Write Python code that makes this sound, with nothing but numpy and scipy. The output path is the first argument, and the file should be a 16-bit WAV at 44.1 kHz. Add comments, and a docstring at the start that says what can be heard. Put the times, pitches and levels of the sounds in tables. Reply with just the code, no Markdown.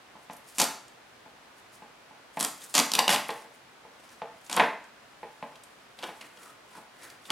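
"""Pulling tape off a fishing rod

Masking tape and trapped thread ends are pulled off the cork grip of a rod, close to the microphone.
Each pull is a run of dry snaps (short coloured noise bursts with a ring) over a crackle of tiny clicks.
A lower stream of clicks is the shaken rod; its knocks are fading tones mixed with a short noise rattle.
Fingers rustle in between as swelling click streams. A small workshop rings for just under half a second,
made of fading noise, over soft steady hiss and a faint whine."""
import sys
import numpy as np
from scipy import signal
from scipy.fft import rfft, irfft
from scipy.io import wavfile
from scipy.ndimage import uniform_filter1d

SR = 44100
rng = np.random.default_rng(int(sys.argv[2]) if len(sys.argv) > 2 else 0)


def unload_wav(signal):
    """Save mono or channel-first audio to the path in sys.argv[1] as 16-bit WAV at rate SR, clipped to [-1, 1]."""
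    wavfile.write(
        sys.argv[1],
        SR,
        np.round(np.clip(np.atleast_2d(signal).T, -1, 1) * 32767).astype(np.int16),
    )


N = 322524
TIME = np.arange(N) / SR  # seconds

# Levels in the event tables are relative: each source adds its own trim.
# snaps of the glue placed one by one, strong and weak: start_s, level_db
SNAPS = [(0.583, -9), (0.5895, -12), (0.5993, -3.5), (0.604, -7.5), (.616, -3.5), (0.6215, -17),
         (.6405, -10.5), (2.3928, -20), (2.3998, -12.5), (2.408, -8.5), (2.427, -10), (2.4392, -16),
         (2.4472, -8.5), (2.751, -2), (2.756, -8.5), (2.7645, -8), (2.7695, -10), (2.779, -1.5),
         (2.7899, -3), (2.7985, -3.5), (2.917, -10), (2.9362, -6), (2.9515, -5), (2.9901, 0.5), (3.079, -2),
         (3.0921, -6.5), (3.1031, -6), (3.148, -13), (3.16, -10), (4.497, -20), (4.5134, -19.5),
         (4.5275, -12.5), (4.541, -20), (4.5648, -10.5), (7.303, -9)]
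# pulls on the tape: start_s, end_s, strip_ring_hz, treble_tilt_db_per_octave, crackle_db, rod_shudder_db
PULLS = [(0.589, 0.632, 7340, 2.5, -31, -31.5), (2.399, 2.453, 10300, 2, -39.5, -44),
         (2.74, 2.796, 7100, -1, -29, -34.5), (2.937, 2.964, 4000, 2.5, -37, -41),
         (2.978, 3.009, 4660, -3, -41, -34), (3.092, 3.149, 3160, -3, -27.5, -32.5),
         (4.494, 4.564, 9100, -2.5, -47, -40.5), (4.565, 4.583, 9000, 0.5, -61, -26.5),
         (4.589, 4.644, 5000, -4, -58, -32), (5.98, 6.098, 3300, 4, -66, -50),
         (7.3, 7.338, 3070, -1.5, -44, -45)]
# tone colour of parting tape: pitch_hz, level_db
TAPE = [(100, -53.5), (250, -17.5), (1000, -1.5), (1600, -8), (3200, 2), (5500, -1), (8500, -3),
        (11500, -4.5), (14000, -15.5), (16000, -30)]


def tape_snaps():
    """Glue lets go in snaps coloured by the nearest pull; creases flip in the loose tape as faint ticks."""
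    # creases: start_s, level_db, ring_hz
    creases = [(0.308, -38, 6030), (.331, -32, 11000), (.3657, -34, 11300), (0.88, -37, 7500),
               (2.6165, -30, 3180), (2.638, -27, 9300), (3.283, -26.5, 11600), (3.303, -20, 3500),
               (4.09, -38, 5930), (4.4626, -34, 7000), (4.84, -41, 7000), (5.5554, -34, 3160),
               (5.6348, -32.5, 8750), (5.988, -27, 3400), (6.0258, -24, 3320), (6.0371, -19, 2950),
               (6.2108, -24, 2150), (6.3713, -34.5, 2930), (7.023, -36, 4500), (7.1, -32, 5000),
               (7.253, -30, 3310)]
    scatter_octaves = 0.27  # each snap rings the strip a little differently
    sag_octaves_per_s = 8.2  # the freed strip grows during a pull, so its ring falls
    out = np.zeros(N)
    for s, db in SNAPS + scattered_snaps(count=5):
        # the pull this snap belongs to, or the nearest one in time
        start, _, ring_hz, tilt_db, _, _ = min(PULLS, key=lambda pull: max(pull[0] - s, s - pull[1]))
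        scatter = scatter_octaves * (2 * rng.random() - 1)
        ring_hz = ring_hz * 2 ** (scatter - sag_octaves_per_s * (s - start))
        snap = burst(ring_hz, hold_ms=1.79, tilt_db=tilt_db, rise_ms=0.47, fall_ms=1.36, ring_db=6)
        add(out, s, undb(db - 14) * snap)
    for s, db, ring_hz in creases:
        tilt_db = 1.9 * np.log2(ring_hz / 6000)  # creases with a higher ring are brighter
        # a crease rings more clearly than a snap
        tick = burst(ring_hz, hold_ms=2.2, tilt_db=tilt_db, rise_ms=0.97, fall_ms=5.4, ring_db=8.5)
        add(out, s, undb(db - 16.5) * tick)
    return out


def scattered_snaps(count):
    """Further snaps come at uneven steps through each pull, as (start_s, level_db)."""
    above_crackle_db, scatter_db = 15.5, -1
    out = []
    for start, end, _, _, crackle_db, _ in PULLS:
        times = start + (end - start) * (np.arange(count) + rng.random(count)) / count
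        levels_db = crackle_db + above_crackle_db + scatter_db * rng.standard_normal(count)
        out += zip(times, levels_db)
    return out


def burst(ring_hz, hold_ms, tilt_db, rise_ms, fall_ms, ring_db):
    """A bundle of fibres gives way within milliseconds; the taut strip rings briefly."""
    ms = TIME[:1024] * 1000
    rise = np.minimum(ms / rise_ms, 1)
    fall = np.exp(-np.maximum(ms - hold_ms, 0) / fall_ms)
    x = rng.standard_normal(len(ms)) * rise * fall
    # the tilt, in dB per octave, acts above 1000 Hz
    tilted = [(hz, db + tilt_db * np.log2(max(hz, 1000) / 1000)) for hz, db in TAPE]
    x = colour(even(x, size=31), tilted)
    ring = signal.lfilter(*signal.iirpeak(ring_hz, 3.5, fs=SR), x)
    x = x + undb(ring_db) * ring
    # rms 1 over the effective length of the burst
    effective_samples = SR / 1000 * (hold_ms + fall_ms / 2)
    return x / np.sqrt(np.sum(x ** 2) / effective_samples)


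def pulls():
    """Glue strands part in a dense crackle that surges after listed snaps; the jerky pull shakes the rod."""
    # tone colour of the shaking rod: pitch_hz, level_db
    shudder_colour = [(30, -10), (60, -26), (105, -47), (150, -7), (230, 4), (380, -8.5), (550, -0.5),
                      (1000, 5), (1500, -5.5), (2600, -6), (5000, -16), (12000, -50.5)]
    surge_s = 0.0044  # after a snap the peel runs on briefly before it sticks again
    surge = np.zeros(N)
    for s, db in SNAPS:
        add(surge, s, undb(db) * np.exp(-TIME[:4096] / surge_s))
    # the run-on is quieter than its snap
    crackle = undb(-21) * surge
    shudder = undb(-22) * surge
    for start, end, _, _, crackle_db, shudder_db in PULLS:
        gate = np.interp(TIME, [start, start + 0.003, end, end + 0.01], [0, 1, 1, 0])
        # hypot adds the two as powers
        crackle = np.hypot(crackle, undb(crackle_db) * gate)
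        shudder = np.hypot(shudder, undb(shudder_db) * gate)
    crackle_sound = stream(2200, 0.67, TAPE, crackle)
    return crackle_sound + stream(1500, 2.84, shudder_colour, shudder)


def rod_knocks():
    """The rod knocks in its supports; strength, place and hardness of each blow set its balance of pitches."""
    # knocks: start_s, ring_db, place (0 mid-span to 1 at a support), hardness_db (more clack against the ring)
    knocks = [(.153, -39, 0.28, -15), (.298, -28, 0.18, -7), (.613, -16.5, 0.085, -14),
              (1.261, -38.5, 0.22, -18), (1.821, -34, .1, -10), (2.109, -39.5, .1, -17),
              (2.371, -18.5, 0.27, -7.5), (2.784, -18.5, .05, -0.5), (2.986, -13, 1, -4),
              (3.091, -10, 0.33, -1.5), (3.134, -15, 0.18, -7.5), (3.291, -16.5, .9, -4.5),
              (3.445, -40.5, 0.9, -6), (3.85, -38.5, .9, -12), (4.218, -21, 1, -7), (4.597, -3, 0.98, -1.5),
              (5.23, -26.5, 1, -7.5), (5.426, -23, 0.084, -7), (6.039, -33, 0.29, -7),
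              (6.09, -29.5, 0.18, -8), (6.776, -35.5, .2, -14), (7.302, -30, 0.46, 1)]
    medium_db = -28.5  # the blow from which strength is counted
    out = np.zeros(N)
    for s, ring_db, place, hardness_db in knocks:
        strength_db = ring_db - medium_db
        rattle_db = -6 + 0.49 * strength_db  # soft touches ring cleanly, hard blows clatter
        bass_db = ring_db - 0.1373 * strength_db  # the bass grows more slowly than the ring in stronger blows
        thud_db = bass_db - 34 - 8.5 * place  # the low bending thud, strongest at mid-span
        support_db = bass_db - 43.5 + 10.5 * place  # the note of the support
        clack_db = ring_db + hardness_db - 24.5
        group_db = [thud_db, support_db, ring_db - 25.5, clack_db]
        add(out, s, knock(group_db, contact_s=0.0064, contact_db=rattle_db, rise_s=0.0005))
    return out


def knock(group_db, contact_s, contact_db, rise_s):
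    """Each pitch group mixes any fading modes of the rod with a short rattle at the support."""
    # the rod in its supports: pitch_hz, level_db (within its group), t60_s (time to fall 60 dB)
    modes = [(176, -16.5, 0.07), (210.5, 7, 0.043), (270, -5, 0.15), (472, -2, 0.055), (465, -19, 0.15),
             (582.3, -16.5, 0.37), (630, -24, 0.025), (657, -1, 0.065), (706, -12.5, 0.23),
             (808, 0.5, 0.095), (866.3, 8, 0.094), (1019, 0, 0.087), (1132, 3, 0.02)]
    # limits of the thud, support, ring and clack groups: edge_hz
    # the clack group is a short noise rattle without tones
    edges = [0, 350, 550, 1300, 6500]
    # tone colour of the rattle: pitch_hz, level_db
    contact = [(50, -20), (100, -18), (150, -3), (240, -3), (350, -12), (470, -1), (650, 1), (950, 1),
               (1400, 1), (1800, -1), (2500, -5), (3000, -13), (3700, -15), (5000, -27), (9000, -38)]
    t = TIME[:16384]
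    rattle = rng.standard_normal(len(t)) * np.exp(-t / contact_s)
    rattle = colour(even(rattle, size=35), contact)
    out = 0
    for lo, hi, db in zip(edges, edges[1:], group_db):
        ring = np.zeros(len(t))
        for hz, mode_db, t60 in [mode for mode in modes if lo < mode[0] <= hi]:
            tone = np.sin(2 * np.pi * (hz * t + rng.random()))
            ring += undb(mode_db) * fade(t, t60) * tone
        band_filter = signal.butter(2, [max(lo, 20), hi], "band", fs=SR, output="sos")
        band = signal.sosfilt(band_filter, rattle)
        out = out + undb(db) * unit(unit(ring) + undb(contact_db) * unit(band))
    return out * (1 - np.exp(-t / rise_s))


def fingers():
    """Fine crackle of crepe paper under the fingertips, and the duller rasp of skin sliding on cork."""
    # fingers stroke the tape, swelling and fading: middle_s, length_s, level_db
    strokes = [(.23, 0.075, -60), (.335, .06, -56), (0.499, 0.081, -50), (0.579, 0.057, -41.5),
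               (1.582, .04, -57), (1.745, 0.046, -50.5), (2.387, 0.076, -42.5), (2.624, 0.096, -42),
               (2.742, 0.078, -41), (3.35, 0.13, -47), (3.544, 0.1, -59.5), (4.1, 0.22, -57.5),
               (4.473, 0.19, -55.5), (5.45, 0.84, -65), (6.073, 0.19, -54.5), (6.233, 0.19, -55),
               (6.432, 0.14, -51), (6.746, 0.14, -51.5), (7.052, 0.15, -50), (7.29, 0.088, -48)]
    # the hand shifts on the cork: middle_s, length_s, level_db, rasp_hz
    grips = [(.5, 0.11, -74, 3000), (2.62, 0.055, -58, 3200), (4.09, .43, -67, 6050),
             (6.039, 0.02, -40, 3100), (6.227, .06, -55.5, 2180), (6.426, .15, -60, 1250),
             (6.752, 0.074, -54, 1000), (7.048, 0.15, -58, 1900), (7.31, 0.029, -33.5, 1140)]
    # tone colours of the paper and of the skin: pitch_hz, level_db
    crepe = [(200, -7), (1500, -10), (5000, 0.5), (10000, 3), (16000, -13)]
    skin_colour = [(80, -23), (220, 1.5), (600, -2.5), (1300, 1), (2500, -4), (5000, -12), (15000, -38)]
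    pressure = sum(undb(db) * swell(s, length) for s, length, db in strokes)
    uneven = undb(4 * catches(per_s=110))
    paper = stream(1200, 1.3, crepe, undb(-7.5) * pressure * uneven)
    skin = stream(1800, 2.7, skin_colour, uneven)
    slides = np.zeros(N)
    for s, length, db, rasp_hz in grips:
        rasp = signal.lfilter(*signal.iirpeak(rasp_hz, 4, fs=SR), skin)
        slides += undb(db + 0.5) * swell(s, length) * (skin + undb(2.5) * rasp)
    return paper + slides


def catches(per_s):
    """Random levels held briefly and smoothed: a fingertip sticks and slides."""
    size = int(SR / per_s)
    levels = np.repeat(rng.standard_normal(N // size + 1), size)
    return uniform_filter1d(levels, size)[:N]


def swell(middle_s, length_s):
    """A smooth rise and fall: one movement of the hand."""
    return np.exp(-(2 * (TIME - middle_s) / length_s) ** 2)


def workshop(near):
    """Direct sound and room echoes reach two close microphone ports; returns mid and side."""
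    # tone colour and level of the room: pitch_hz, level_db
    room = [(60, -8), (200, -3), (450, 2), (800, -3.5), (1400, 0), (3000, -7), (6000, -6.5), (10000, -7),
            (16000, 1)]
    # side against mid, for the room and for the direct sound: pitch_hz, level_db
    room_side = [(100, -22), (700, -25), (2400, -23), (4600, -20), (6200, -10), (8000, 0), (11000, -6),
                 (15000, -8)]
    near_side = [(100, -36), (4000, -32), (8000, -14), (15000, -11)]
    sent = colour(near, room)
    mid, side = (signal.fftconvolve(sent, reverberation(build_s=0.0033))[:N] for _ in range(2))
    # a small lag between the ports gives a side signal a quarter cycle out of step
    lag_gain = undb(read(near_side, np.fft.rfftfreq(N, 1 / SR)))
    lag = irfft(1j * rfft(near) * lag_gain, N)
    return near + mid, colour(side, room_side) + lag


def reverberation(build_s):
    """Dense reflections of unit energy that build up and then die at each band's own rate."""
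    # time for the echoes to fall 60 dB: pitch_hz, t60_s
    room_t60 = [(100, 0.41), (700, 0.41), (2000, 0.48), (5000, 0.44), (13000, 0.33)]
    t = TIME[:32768]
    hz = np.fft.rfftfreq(len(t), 1 / SR)
    white = rfft(rng.standard_normal(len(t)))
    out = 0
    for k, (_, t60) in enumerate(room_t60):
        # this band is full at its own pitch and blends into its neighbours
        share = read([(row[0], j == k) for j, row in enumerate(room_t60)], hz)
        out = out + irfft(white * share) * fade(t, t60)
    out = out * (1 - np.exp(-t / build_s))
    return out / np.sqrt(np.sum(out ** 2))


def hiss():
    """Steady room air with a faint whine, and microphone hiss, as mid and side."""
    # tone colour of the hiss, then its side against its mid: pitch_hz, level_db
    hiss_colour = [(25, -45), (50, 0.5), (80, -11.5), (123, 0), (165, -4), (240, 0), (400, -1.5), (700, 1),
                   (1450, -1), (3000, -7), (6000, -15.5), (10000, -21), (16000, -30)]
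    hiss_side = [(60, -14), (110, -12), (200, -8.5), (380, -3.5), (700, -2.5), (1290, -3), (2380, -2.5),
                 (4400, -1), (8120, -1.5), (15000, -1)]
    # faint steady whine in the room: pitch_hz, level_db
    whine_tones = [(1461, -76), (10950, -91)]
    gain = undb(-56)
    whine = sum(undb(db) * np.sqrt(2) * np.sin(2 * np.pi * hz * TIME) for hz, db in whine_tones)
    mid = gain * noise(hiss_colour) + whine
    side = gain * colour(noise(hiss_colour), hiss_side)
    return np.array([mid, side])


def stream(per_s, spread_db, points, envelope):
    """Tiny clicks through a tone colour; the envelope sets how loud they are (rms) from moment to moment."""
    clicks = grains(per_s, spread_db)
    return colour(clicks * envelope, points) / np.std(colour(clicks, points))


def grains(per_s, spread_db):
    """Random tiny clicks, a few of them larger than the rest."""
    sizes = undb(spread_db * np.minimum(rng.exponential(size=N), 4))
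    happens = rng.random(N) < per_s / SR
    return happens * sizes * rng.choice([-1, 1], N)


def noise(points):
    """Coloured noise of rms 1."""
    return unit(colour(rng.standard_normal(N), points))


def even(x, size):
    """Level the broad humps out of a noise burst, over size bins, so that only its fine texture is random."""
    power = uniform_filter1d(np.abs(rfft(x)) ** 2, size)
    hz = np.fft.rfftfreq(len(x), 1 / SR)
    return colour(x, np.c_[hz, -10 * np.log10(power)][1:])


def colour(x, points):
    """Filter with the given (pitch_hz, level_db) outline, without ringing ahead of the sound."""
    size = 2048
    outline = undb(read(points, np.fft.rfftfreq(size, 1 / SR)))
    # folding the cepstrum (spectrum of the log spectrum) gives minimum phase
    cepstrum = irfft(np.log(outline))
    cepstrum[1:size // 2] *= 2
    cepstrum[size // 2 + 1:] = 0
    response = irfft(np.exp(rfft(cepstrum)))
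    return signal.fftconvolve(x, response)[:len(x)]


def read(points, hz):
    """Read (pitch_hz, value) points on a log-frequency axis."""
    f, value = np.transpose(points)
    return np.interp(np.log(hz + 1e-6), np.log(f), value)


def fade(t, t60):
    """Exponential decay that falls 60 dB in t60 seconds."""
    return np.exp(-np.log(1000) * t / t60)


def undb(db):
    """Decibels to gain."""
    return 10 ** (np.asarray(db) / 20)


def unit(x):
    """Scale to rms 1; silence stays silent."""
    return x / np.sqrt(np.mean(x ** 2) + 1e-30)


def add(track, s, sound):
    """Mix a sound in at time s, in seconds."""
    i = max(int(s * SR), 0)
    track[i:i + len(sound)] += sound[:max(N - i, 0)]


def scene():
    """All the handling in the room, left and right."""
    near = tape_snaps() + pulls() + rod_knocks() + fingers()
    # tape and a thin rod are too small to radiate deep bass
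    near = signal.sosfilt(signal.butter(2, 70, "high", fs=SR, output="sos"), near)
    mid, side = np.array(workshop(near)) + hiss()
    return np.array([mid + side, mid - side])


def record(dry):
    """The recorder cuts the deep bass and the top."""
    dry = signal.sosfilt(signal.butter(3, 42, "high", fs=SR, output="sos"), dry)
    return signal.sosfilt(signal.ellip(10, .2, 70, 15900, fs=SR, output="sos"), dry)


dry = scene()
out = record(dry)
unload_wav(out)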